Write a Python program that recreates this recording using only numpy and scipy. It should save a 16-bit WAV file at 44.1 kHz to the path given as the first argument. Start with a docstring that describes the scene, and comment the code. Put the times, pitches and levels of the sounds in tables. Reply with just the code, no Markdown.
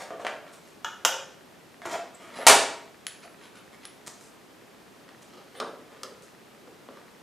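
"""A metal block clatters onto a wooden bench: crowded and clear modes struck by a tilted run of bounces.
A brass plate chatters on the anvil of an arbor press, parts knock and slide on the bench, a steel pin taps,
scrapes and seats, and the block is set on the press. Blows are shaped pulses, slides are bursts of tiny slips.
Squeaks and a high ring of the pin are wandering sines; steady filtered noise and a faint ticking mechanism
lie under a small hard room."""
import sys
import numpy as np
from scipy import signal
from scipy.fft import rfft, irfft
from scipy.io import wavfile

SR = 44100
rng = np.random.default_rng(int(sys.argv[2]) if len(sys.argv) > 2 else 0)


def output_pcm(signal):
    """Save a mono or channel-first signal as 16-bit PCM at the path in sys.argv[1].

    Samples are clipped to [-1, 1] before scaling.
    """
    pcm = np.clip(np.atleast_2d(signal).T, -1, 1) * 32767
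    wavfile.write(sys.argv[1], SR, np.round(pcm).astype(np.int16))


N = 318402  # samples


def amp(db):
    """Decibels to gain."""
    return 10 ** (np.asarray(db) / 20)


def read(points, hz):
    """Interpolates (freq_hz, value) rows linearly on a log-frequency axis."""
    freq_hz, value = np.transpose(points)
    return np.interp(np.log(hz + 1), np.log(freq_hz), value)


def unit(x):
    """Scales to energy 1."""
    return x / np.sqrt(np.sum(x ** 2) + 1e-20)


def add(mix, start_s, sound):
    """Mixes a sound in at start_s, trimmed to the mix."""
    start = round(start_s * SR)
    sound = sound[..., max(-start, 0):]
    part = mix[..., max(start, 0):][..., :sound.shape[-1]]
    part += sound[..., :part.shape[-1]]


def low_cut(x, hz):
    """Second-order high-pass at hz."""
    return signal.sosfilt(signal.butter(2, hz, "highpass", fs=SR, output="sos"), x)


def causal(db_at, size=2048):
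    """Minimum-phase pulse with the spectrum db_at(hz)."""
    hz = abs(np.fft.fftfreq(size, 1 / SR))
    log_gain = np.log(amp(db_at(hz)))
    spectrum = np.exp(np.conj(signal.hilbert(log_gain)))
    return np.fft.ifft(spectrum).real[:size // 2]


def contact(bright_db_per_oct, weight_db):
    """Force of one touch: hard edges tilt it to the treble, mass behind it adds bass."""
    def spectrum_db(hz):
        octaves = np.log2(np.clip(hz, 400, 10000) / 1500)
        return bright_db_per_oct * octaves + weight_db / (1 + (hz / 600) ** 4)
    return causal(spectrum_db)


def ring(modes, t):
    """Dying sines; a random sign stands for the spot struck."""
    out = 0
    for freq_hz, level_db, t60_s in modes:
        decay = amp(level_db - 60 * t / t60_s)
        out = out + rng.choice([-1, 1]) * decay * np.sin(2 * np.pi * freq_hz * t)
    return out


def body(colour, modes, dense_t60_s, dense_share):
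    """Response to a tap: a tick, a short wash of crowded modes, and a few clear modes."""
    t = np.arange(SR // 3) / SR
    share = np.clip(dense_share, 0, 1)  # of the energy
    noise = rng.standard_normal(len(t)) * amp(-60 * t / dense_t60_s)
    wash = np.sqrt(share) * unit(noise)
    wash[0] += np.sqrt(1 - share)
    coloured = signal.fftconvolve(wash, causal(lambda hz: read(colour, hz)))
    return coloured[:len(t)] + ring(modes, t)


# wall reverberation: freq_hz, t60_s
ROOM_DECAY = [(100, 0.53), (400, 0.64), (1000, 0.52), (4000, 0.5), (8000, 0.43), (14000, 0.27)]
# stereo width of the reflections: freq_hz, side_over_mid_db
ROOM_WIDTH = [(100, -16), (500, -30), (2000, -17.5), (7000, -12.5), (14000, -17.5)]


def room(build_s=0.0057):
    """Mid and side reflections for one spot: they thicken, then die at a rate set per band."""
    hz = np.fft.rfftfreq(256, 1 / SR)
    t = np.arange(SR // 192) * 128 / SR
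    z = rng.standard_normal((2, len(hz), len(t))) * amp(-60 * t / read(ROOM_DECAY, hz)[:, None])
    z = z * np.exp(2j * np.pi * rng.random(z.shape))
    z[1] *= amp(read(ROOM_WIDTH, hz))[:, None]
    tail = low_cut(signal.istft(z, SR)[1], hz=105)  # the shop holds no deep bass
    tail *= 1 - np.exp(-(np.arange(tail.shape[1]) / SR / build_s) ** 2)
    return tail / np.linalg.norm(tail[0])


# early echoes off the bench top and iron press: delay_s, gain
ECHOES = [(.0012, 0.21), (.0045, 0.17), (0.0113, .12), (0.017, 0.11)]


def heard(sound, room_db):
    """A sound at its own spot, as mid and side: direct, near echoes, then the walls."""
    out = amp(room_db) * signal.fftconvolve(sound[None], room())
    add(out[0], 0.00025, sound)
    for delay_s, gain in ECHOES:
        add(out[0], delay_s, gain * sound)
    return out


def slip_force(t, length_s, slips_per_s, spread_db):
    """Sliding force: a swell of tiny slips of uneven size, at energy 1."""
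    slips = (rng.random(len(t)) < slips_per_s / SR) * rng.choice([-1, 1], len(t))
    slips = slips * amp(spread_db * np.minimum(rng.exponential(1, len(t)), 4))
    return unit(slips * np.exp(-(2 * t / length_s) ** 2))


def handle(blows, strokes, colour, modes, dense_t60_s, dense_share, room_db=0, low_hz=150,
           slips_per_s=1500, spread_db=4):
    """Blows and strokes on one thing, as mid and side; light things radiate little below low_hz."""
    out = np.zeros((2, N))
    for start_s, force_db, bright, weight_db, wet_db in blows:
        # each blow lands on another spot: fresh crowded modes
        response = body(colour, modes, dense_t60_s, dense_share)
        sound = signal.fftconvolve(response, contact(bright, weight_db))
        add(out, start_s, amp(force_db) * heard(sound, room_db + wet_db))
    t = np.arange(-SR // 8, SR // 8) / SR
    for middle_s, length_s, force_db, bright in strokes:
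        slips = slip_force(t, length_s, slips_per_s, spread_db)
        force = signal.fftconvolve(slips, contact(bright, 0))
        sound = signal.fftconvolve(force, body(colour, modes, dense_t60_s, dense_share))
        add(out, middle_s + t[0], amp(force_db) * heard(sound, room_db))
    return low_cut(out, low_hz)


def touch(start_s, force_db, bright_db_per_oct=0, weight_db=0, wet_db=0, thud_per_db=0, wet_per_db=0):
    """One blow row; with the per_db terms, fingers give lighter touches more thud and room."""
    weight_db = weight_db - thud_per_db * force_db
    wet_db = wet_db - wet_per_db * force_db
    return start_s, force_db, bright_db_per_oct, weight_db, wet_db


def bounces(landing, gap_s, loss_db, dulling_db_per_oct, count):
    """A part let go hits several times, each time weaker and duller."""
    start_s, force_db, bright = landing
    return [(start_s + k * gap_s, force_db - k * loss_db, bright - k * dulling_db_per_oct)
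            for k in range(count)]


def rubs(rows, bright_db_per_oct):
    """Strokes over one surface share its brightness."""
    return [(middle_s, length_s, force_db, bright_db_per_oct) for middle_s, length_s, force_db in rows]


# shop noise spectrum, relative: freq_hz, density_db_per_hz
HUSH = [(15, -38.5), (25, -25.5), (149, -2), (185, 0.5), (285, 1), (427, 1), (476, -2.5), (531, -2.5),
        (695, -4), (1100, -7.5), (1190, -7.5), (2000, -11), (2760, -13), (14000, -25.5), (16000, -41.5)]
# shop noise width: freq_hz, side_over_mid_db
HUSH_SIDE = [(60, -1), (180, -5), (550, -4), (1650, -5), (4970, -7.5), (15000, -13.5)]
HUSH_DB = -53.5  # mid RMS


def hush():
    """Steady shop noise, Gaussian and spectrally shaped, as mid and side."""
    hz = np.fft.rfftfreq(N, 1 / SR)
    z = rfft(rng.standard_normal((2, N))) * amp(read(HUSH, hz))
    mid = irfft(z[0], N)
    side = irfft(z[1] * amp(read(HUSH_SIDE, hz)), N)
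    return amp(HUSH_DB) * np.array([mid, side]) / mid.std()


# modes of the ticking mechanism: freq_hz, level_db, t60_s
TICKER_MODES = [(1299, -51.5, 0.0095), (1890, -50, 0.013), (2400, -60.5, .015), (4080, -62, 0.0084)]
TICKER_HZ = 14.985


def ticker(first_s=0.0088, spread_db=4):
    """A small mechanism ticks faintly: modes rung evenly in time, unevenly in strength."""
    out, t = np.zeros(N), np.arange(SR // 20) / SR
    for start_s in np.arange(first_s, N / SR, 1 / TICKER_HZ):
        strength_db = spread_db * np.clip(rng.standard_normal(), -2, 2)
        add(out, start_s, amp(strength_db) * ring(TICKER_MODES, t))
    return out


# pitched tones: squeaks of dragged metal, and the pin's high ring at 11 kHz
# middle_s, length_s, pitch_hz, width_hz, level_db (before room, low cut)
PITCHED_TONES = [(1.947, 0.04, 663.5, 44.9, -25), (2.151, 0.013, 7800, 245, -46),
                 (2.418, 0.049, 11020, 91, -49.5), (3.258, .025, 665, 50, -45),
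                 (5.574, 0.037, 3533, 300, -51), (5.576, 0.038, 9350, 500, -53.5),
                 (6.685, 0.041, 482, 39.8, -46)]


def pitched_tones():
    """Squeaks of dragged metal and the pin's high ring: sines of wandering phase that swell and fade."""
    out, t = np.zeros((2, N)), np.arange(-SR // 8, SR // 8) / SR
    for middle_s, length_s, pitch_hz, width_hz, level_db in PITCHED_TONES:
        wander = np.cumsum(rng.standard_normal(len(t))) * np.sqrt(2 * np.pi * abs(width_hz) / SR)
        swell = amp(level_db) * np.exp(-(2 * t / length_s) ** 2)
        tone = swell * np.sin(2 * np.pi * pitch_hz * t + wander)
        add(out, middle_s + t[0], heard(tone, room_db=-6.5))
    return low_cut(out, hz=262)


# finger-held pin dropping home in its hole: start_s, force_db
SEATING_TICKS = [(4.0784, -2.5), (4.21, -17.5), (6.223, -20.5)]
# skin sliding over a part: middle_s, length_s, force_db
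FINGER_RUBS = [(.541, 0.053, -13.5), (.67, 0.1, -17), (4.071, 0.015, -5), (4.23, 0.16, -14.5),
               (5.225, .014, -17.5)]
# parts dragged over the bench, also played by bench(): middle_s, length_s, force_db, dry_surface_hiss_db
BENCH_SLIDES = [(.01, .068, -7, -1.5), (.211, .028, -13.5, -14), (1.86, .012, -11.5, -0.5),
                (1.922, .07, -0.5, 1.5), (2.236, .13, -13, -12), (2.39, 0.19, -5, -29.5)]
# dense response of held parts: freq_hz, level_db
SEATING_COLOUR = [(300, -4.5), (1200, -9), (3500, -11.5), (5500, -8), (7200, -8), (8800, -10.5),
                  (10500, -13.5), (12000, -19), (16000, -30.5)]
# clear modes of held parts: freq_hz, level_db, t60_s
SEATING_MODES = [(7030, -41.5, 0.023), (8240, -41, 0.011)]


def held_parts():
    """Parts damped by the fingers only tick and hiss, against skin or the bench."""
    blows = [touch(*row, wet_db=-11, wet_per_db=0.85) for row in SEATING_TICKS]
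    hiss = [(middle_s, length_s, hiss_db) for middle_s, length_s, _, hiss_db in BENCH_SLIDES]
    strokes = rubs(hiss, bright_db_per_oct=-1.25) + rubs(FINGER_RUBS, bright_db_per_oct=0.64)
    return handle(blows, strokes, SEATING_COLOUR, SEATING_MODES, dense_t60_s=0.00997, dense_share=0.17,
                  room_db=-0.5, slips_per_s=4400, spread_db=6.5)


# pin tapping the block as it seeks the hole: start_s, force_db
PIN_TICKS = [(3.0675, -2.5), (3.557, -31.5), (3.853, -12)]
# pin scraping on metal: middle_s, length_s, force_db
PIN_RUBS = [(2.372, 0.061, 1.5), (3.24, 0.034, -9.5), (3.44, 0.07, -10.5), (3.57, 0.051, -12),
            (3.741, .032, -15), (3.842, 0.039, -11)]
# dense response of the pin: freq_hz, level_db
PIN_COLOUR = [(200, -17), (700, -10.5), (1500, 2), (2600, 2), (4500, 1.5), (8000, -2.5), (11000, -2.5),
              (12500, -30), (16000, -20)]
# clear modes of the pin: freq_hz, level_db, t60_s
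PIN_MODES = [(10800, -38, 0.064), (10840, -36, 0.096), (10980, -31, .11), (10900, -40, .06)]


def pin():
    """A loosely held steel pin rings high when it taps and scrapes."""
    blows = [touch(*row, weight_db=1.0, wet_db=-3.0) for row in PIN_TICKS]
    strokes = rubs(PIN_RUBS, bright_db_per_oct=-6.0)
    return handle(blows, strokes, PIN_COLOUR, PIN_MODES, dense_t60_s=0.014, dense_share=0.32,
                  room_db=-3.5, slips_per_s=650, spread_db=1.5)


# block and hands touching the anvil: start_s, force_db, bright_db_per_oct
ANVIL_KNOCKS = [(5.09, -19, 0), (5.6008, 1.5, 2), (6.033, -7.5, 6), (6.675, -31.5, -13), (6.888, -16.5, -7),
                (6.972, -18, -3)]
# block shifted on the anvil: middle_s, length_s, force_db
ANVIL_SLIDES = [(5.349, 0.13, -14), (5.58, 0.098, -12.5), (5.941, 0.055, -18), (6.941, 0.086, -20.5)]
# dense response of the press: freq_hz, level_db
ANVIL_COLOUR = [(100, -20), (270, 5), (520, 9.5), (850, 1), (1350, 10), (2300, -3.5), (3600, -4),
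                (5300, -8), (7000, -15.5), (9000, -18.5), (14000, -36)]
# clear modes of the press: freq_hz, level_db, t60_s
ANVIL_MODES = [(253, -45, 0.16), (535, -34.5, 0.066), (1197, -34, 0.038), (1342, -38.5, 0.032),
               (3270, -53, 0.029), (5430, -47, 0.04)]
THUD_DELAY_S, THUD_DB = 0.001313, -14  # force passed on to the bench, re the click


def anvil():
    """The iron press clicks dryly; its mass then thuds into the bench, which fills the room."""
    clicks = [touch(*row, weight_db=-6.0, wet_db=-5.5) for row in ANVIL_KNOCKS]
    thuds = [touch(start_s + THUD_DELAY_S, force_db + THUD_DB, bright_db_per_oct=-3.5, weight_db=1.3, wet_db=9)
             for start_s, force_db, _ in ANVIL_KNOCKS]
    strokes = rubs(ANVIL_SLIDES, bright_db_per_oct=-0.6)
    return handle(clicks + thuds, strokes, ANVIL_COLOUR, ANVIL_MODES, dense_t60_s=0.022, dense_share=0.69,
                  room_db=-0.84, slips_per_s=290, spread_db=2.0)


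# parts touching the bench: start_s, force_db, bright_db_per_oct
BENCH_KNOCKS = [(0.1058, -11, -4), (.197, -17.5, -2.5), (.2488, 0.5, -1.5), (.2673, 5.5, -0.6),
                (.467, -23, 1.5), (1.8185, -14.5, 0.9), (1.855, -5.5, -3.5), (1.939, -4.5, -1),
                (2.3886, -13.5, -4), (2.4155, -7.5, 1)]
# dense response of the bench: freq_hz, level_db
BENCH_COLOUR = [(100, -9.5), (250, -1), (450, 9), (680, 11.5), (850, 7), (1250, 8.5), (1800, 4),
                (2500, -0.5), (3600, -6), (5000, -13.5), (9000, -19.5), (14000, -35.5)]
# clear modes of the bench: freq_hz, level_db, t60_s
BENCH_MODES = [(655, -28.5, 0.047), (923, -43, 0.13), (1306, -52.5, .05), (1342, -39, 0.0654),
               (2250, -42, 0.013)]


def bench():
    """The wooden top answers the parts knocked and dragged on it."""
    blows = [touch(*row, weight_db=-7, thud_per_db=0.7542, wet_per_db=0.3232) for row in BENCH_KNOCKS]
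    drags = [(middle_s, length_s, force_db) for middle_s, length_s, force_db, _ in BENCH_SLIDES]
    strokes = rubs(drags, bright_db_per_oct=1.0)
    return handle(blows, strokes, BENCH_COLOUR, BENCH_MODES, dense_t60_s=0.0725, dense_share=0.49,
                  room_db=-1.3, low_hz=210.6, slips_per_s=590, spread_db=1.5)


# plate grazing the anvil: start_s, force_db, bright_db_per_oct
BRASS_GRAZE = (.8456, -6.5, -3)
# plate let go on the anvil, first hit: start_s, force_db, bright_db_per_oct
BRASS_LANDING = (1.0497, 2.16, 2.75)
# dense response of the plate: freq_hz, level_db
BRASS_COLOUR = [(150, -16), (400, 10.5), (900, 11.5), (1400, 17.5), (2150, 3.5), (3000, 7.5), (4200, 0),
                (6800, 7), (8500, -5), (12000, -7.5), (16000, -21)]
# clear modes of the plate: freq_hz, level_db, t60_s
BRASS_MODES = [(533, -26, 0.074), (905, -31.5, 0.14), (1234, -34, 0.099), (1375, -36, 0.24),
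               (1780, -41, 0.33), (2430, -30, 0.034), (2860, -36, 0.052), (2920, -24.5, 0.054),
               (3050, -36, 0.066), (3230, -31, 0.071), (3400, -37, 0.1), (3830, -44, 0.12),
               (5380, -41, 0.075), (5780, -32, 0.066), (6330, -40, 0.087), (6930, -21.5, 0.019),
               (7220, -37, 0.056), (7200, -41, 0.077), (13750, -45, 0.11)]


def brass():
    """The light plate grazes the anvil, then chatters to rest on it."""
    chatter = bounces(BRASS_LANDING, gap_s=0.0043, loss_db=4.0, dulling_db_per_oct=3.5, count=3)
    blows = [touch(*BRASS_GRAZE, weight_db=-21.5, wet_db=1.0)]
    blows += [touch(*hit, weight_db=-2.5, wet_db=-1.3) for hit in chatter]
    return handle(blows, [], BRASS_COLOUR, BRASS_MODES, dense_t60_s=0.028, dense_share=0.92,
                  room_db=-2.84, low_hz=230)


# block hitting the bench, first hit: start_s, force_db, bright_db_per_oct
BLOCK_LANDING = (2.4668, 1.7, 0.88)
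# dense response of the block: freq_hz, level_db
BLOCK_COLOUR = [(35, 0), (100, 6), (220, 8.5), (420, 23.5), (850, 23.5), (1500, 21), (2700, 20.5),
                (4500, 16.5), (8000, 17), (10000, 14), (13000, 2), (16000, -8)]
# clear modes of the block: freq_hz, level_db, t60_s
BLOCK_MODES = [(304.3, -43, .35), (654, -19, 0.12), (941, -23.5, 0.22), (2295, -38, 0.11),
               (2576, -37, 0.33), (2760, -37, 0.089), (6970, -31, 0.055)]
# far edge of the tilted block, re the near edge
FAR_EDGE_DELAY_S, FAR_EDGE_DB, FAR_EDGE_DB_PER_OCT = 0.0056, -5.5, -0.5


def block():
    """The heavy block rocks on the bench, edge after edge, until its last bounce lands flat."""
    near = bounces(BLOCK_LANDING, gap_s=0.0155, loss_db=2.0, dulling_db_per_oct=0.55, count=3)
    far = [(start_s + FAR_EDGE_DELAY_S, force_db + FAR_EDGE_DB, bright + FAR_EDGE_DB_PER_OCT)
           for start_s, force_db, bright in near[:-1]]
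    blows = [touch(*hit, weight_db=1.5, wet_db=0.1) for hit in near + far]
    return handle(blows, [], BLOCK_COLOUR, BLOCK_MODES, dense_t60_s=0.074, dense_share=0.86,
                  room_db=-1.03, low_hz=45)


def scene():
    """Sums all sources in mid and side, the ticker in mid only; returns left and right."""
    background = hush() + pitched_tones()
    parts = held_parts() + pin() + anvil() + bench() + brass() + block()
    mid, side = background + parts
    mid = mid + ticker()
    return np.array([mid + side, mid - side])


EDGE_HZ = 15700


def record(dry):
    """Peaks clip at full scale; then a low-pass at EDGE_HZ."""
    clipped = np.clip(dry, -1, 1)
    low_pass = signal.firwin(255, EDGE_HZ, window=("kaiser", 8), fs=SR)
    return signal.oaconvolve(clipped, low_pass[None], "same")


dry = scene()
out = record(dry)
output_pcm(out)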